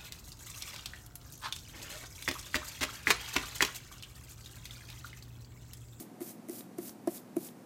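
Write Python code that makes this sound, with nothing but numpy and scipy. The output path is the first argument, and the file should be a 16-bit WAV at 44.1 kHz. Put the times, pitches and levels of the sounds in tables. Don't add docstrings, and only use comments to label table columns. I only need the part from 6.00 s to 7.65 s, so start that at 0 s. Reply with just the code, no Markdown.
import sys
import numpy as np
from scipy import signal
from scipy.fft import rfft, irfft
from scipy.io import wavfile

SR = 44100
rng = np.random.default_rng(int(sys.argv[2]) if len(sys.argv) > 2 else 0)


def bounce(signal):
    frames = np.transpose(np.atleast_2d(signal))
    limited = np.clip(frames, -1, 1)
    pcm = np.round(limited * 32767).astype(np.int16)
    wavfile.write(sys.argv[1], SR, pcm)


N = 72765
TIME_S = np.arange(N) / SR

# start/s, lift/s, start level/dB, full-pressure level/dB
STROKES = [(-0.11, 0.007, -52, -44), (0.204, 0.309, -49, -45.5), (0.5, 0.598, -47.5, -45.5),
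           (0.788, 0.887, -54.5, -44.5), (1.082, 1.17, -53.5, -45.5), (1.354, 1.468, -61, -45.5)]
# f/Hz, relative density/dB
HISS_SPECTRUM = [(1000, -13.5), (1800, -10), (2800, -10), (4200, -7.5), (6500, -3.5), (9000, -1),
                 (12000, 0.5), (15500, 0)]
# f/Hz, relative density/dB
MURMUR_SPECTRUM = [(60, -51), (120, 0), (220, -11.5), (335, 9), (470, -10), (680, -5), (1000, -32),
                   (2000, -48.5)]
# t/s, knock/dB, upper-mode gain/dB, mode pitch ratio, slap pitch/Hz, slap/dB, tick/dB
LANDINGS = [(0.2055, -38, 2, 0.98, 2020, -56, -43), (0.2138, -30, -5, .985, 2000, -52, -46),
            (0.4857, -36.5, 4, 0.94, 2000, -54, -40), (0.4952, -30.5, -6.5, 1.02, 1990, -54, -35),
            (0.784, -26.5, -0.5, 1.009, 2100, -49, -37), (1.0732, -18.5, 6.5, 0.984, 1880, -41.5, -40),
            (1.366, -19, -1.5, 0.98, 2300, -51.5, -36.5)]
# f/Hz, relative level/dB, T60/s
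TABLE_MODES = [(194, -12.5, 0.088), (304, 5, 0.033), (340.5, 4, 0.064), (603.4, -1.5, 0.024),
               (665.3, -3, 0.033), (1020, -18.5, 0.031)]
# f/Hz, relative density/dB
TICK_SPECTRUM = [(700, -36), (2000, 2.5), (3200, -8), (6000, 0), (10000, 10.5), (15500, 0)]
# f/pitch, relative density/dB
SLAP_SHAPE = [(.15, -25), (.28, -11), (.42, -16), (.58, 2), (.8, -10.5), (1, 2), (1.2, -12), (1.6, -12.5),
              (4, -14)]
# t/s, level/dB, pitch/Hz
FLICKS = [(0.0248, -46.5, 3950), (0.2922, -50, 5700), (0.608, -45.5, 3800), (0.878, -50, 6100),
          (0.894, -41.5, 5360), (1.1594, -50, 6500), (1.1796, -46.5, 4400), (1.4653, -52, 6000),
          (1.4874, -48, 3630)]
# f/pitch, relative density/dB
FLICK_SHAPE = [(.25, -26.5), (.7, -9.5), (1, 0.5), (1.4, -10.5), (3, -10)]
# f/Hz, relative density/dB
ROOM_SPECTRUM = [(25, -34), (60, -36), (85, -25.5), (115, -15), (160, -3), (230, -0.5), (330, -3),
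                 (460, -11.5), (720, -13), (950, -17.5), (1500, -23.5), (2200, -26.5), (3200, -32),
                 (8000, -32.5), (15500, -35.5)]
# f/Hz, level/dB
ROOM_HUMS = [(120, -67.5), (211, -61.5), (248, -60), (534, -71.5), (733, -71.5)]


def sweeps():
    attack_s, swell_exponent, release_db_per_s = 0.007, 1.5, 420
    grains_per_s, grain_spread_db, grain_db = 4600, 0.5, 6
    flutter_db, murmur_db = 1.05, -9.5
    pressure = np.zeros(N)
    for start_s, lift_s, start_db, full_db in STROKES:
        remaining = np.clip(1 - (TIME_S - start_s) / (lift_s - start_s), 0, 1)
        swell_db = full_db + (start_db - full_db) * remaining ** swell_exponent
        attack = 1 - np.exp(-since(start_s) / attack_s)
        pressure += attack * from_db(swell_db - release_db_per_s * since(lift_s))
    sizes = from_db(grain_spread_db * np.minimum(rng.exponential(1, N), 5))
    signs = rng.choice([-1, 1], N)
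    catches = rng.random(N) < grains_per_s / SR
    grains = from_db(grain_db) * rms_one(sizes * signs * catches)
    hiss = colour(rng.standard_normal(N) + grains, HISS_SPECTRUM)
    flutter = from_db(flutter_db * drift(rate_hz=46))
    murmur = from_db(murmur_db) * noise(MURMUR_SPECTRUM)
    return pressure * flutter * (hiss + murmur)


def knocks():
    rise_s, upper_above_hz = 0.0032, 480
    ring = np.zeros(N)
    for start_s, knock_db, upper_db, pitch_ratio, *_ in LANDINGS:
        age_s = since(start_s)
        rise = (1 - np.exp(-age_s / rise_s)) ** 2
        for hz, mode_db, t60_s in TABLE_MODES:
            share = from_db(upper_db) if hz > upper_above_hz else -1
            envelope = from_db(knock_db + mode_db) * rise * decay(start_s, t60_s)
            ring += share * envelope * np.sin(2 * np.pi * hz * pitch_ratio * age_s)
    return high_pass(ring, hz=140)


def ticks():
    graze_lead_s, graze_db, tick_lag_s = 0.0023, -9, 0.001
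    envelope = np.zeros(N)
    for start_s, *_, tick_db in LANDINGS:
        envelope += from_db(tick_db + graze_db) * decay(start_s - graze_lead_s, t60_s=0.0053)
        envelope += from_db(tick_db) * decay(start_s + tick_lag_s, t60_s=0.009)
    return envelope * noise(TICK_SPECTRUM)


def slaps():
    return sum(from_db(slap_db) * decay(start_s, t60_s=0.069) * pitched_noise(SLAP_SHAPE, pitch_hz)
               for start_s, *_, pitch_hz, slap_db, _ in LANDINGS)


def flicks():
    murmur = from_db(-2) * noise(MURMUR_SPECTRUM)
    return sum(from_db(db) * decay(start_s, t60_s=0.019) * (pitched_noise(FLICK_SHAPE, pitch_hz) + murmur)
               for start_s, db, pitch_hz in FLICKS)


def echoes(x):
    tail = rng.standard_normal(N) * decay(start_s=0.017, t60_s=0.19)
    return from_db(-18) * signal.fftconvolve(x, tail / np.linalg.norm(tail))[:N]


def room_tone():
    wander_hz = 2.67
    tone = from_db(-52.5) * noise(ROOM_SPECTRUM)
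    for hz, db in ROOM_HUMS:
        cycles = np.cumsum(hz + wander_hz * drift(rate_hz=4.24)) / SR
        tone += from_db(db) * rms_one(np.sin(2 * np.pi * cycles))
    return tone


def from_db(db):
    return 10 ** (np.asarray(db) / 20)


def rms_one(x):
    return x / np.sqrt(np.mean(x ** 2) + 1e-20)


def colour(x, spectrum):
    hz, db = np.transpose(spectrum)
    bins_hz = np.maximum(np.fft.rfftfreq(N, 1 / SR), 1)
    gain = from_db(np.interp(np.log(bins_hz), np.log(hz), db))
    return rms_one(irfft(rfft(x) * gain, N))


def noise(spectrum):
    return colour(rng.standard_normal(N), spectrum)


def pitched_noise(shape, pitch_hz):
    return noise([(ratio * pitch_hz, db) for ratio, db in shape])


def drift(rate_hz):
    pole = np.exp(-2 * np.pi * rate_hz / SR)
    wander = signal.lfilter([1], [1, -2 * pole, pole * pole], rng.standard_normal(2 * N))
    return rms_one(wander[N:])


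def since(start_s):
    return np.maximum(TIME_S - start_s, 0)


def decay(start_s, t60_s):
    return (TIME_S >= start_s) * np.exp(-np.log(1000) * since(start_s) / t60_s)


def high_pass(x, hz):
    return signal.sosfilt(signal.butter(2, hz, "high", fs=SR, output="sos"), x)


def scene():
    hand = high_pass(sweeps() + knocks() + slaps() + ticks() + flicks(), hz=76)
    return (hand + echoes(hand) + room_tone())[None]


def record(dry):
    cutoff_hz = 15400
    return signal.sosfilt(signal.ellip(12, 0.1, 70, cutoff_hz, fs=SR, output="sos"), dry)


dry = scene()
out = record(dry)
bounce(out)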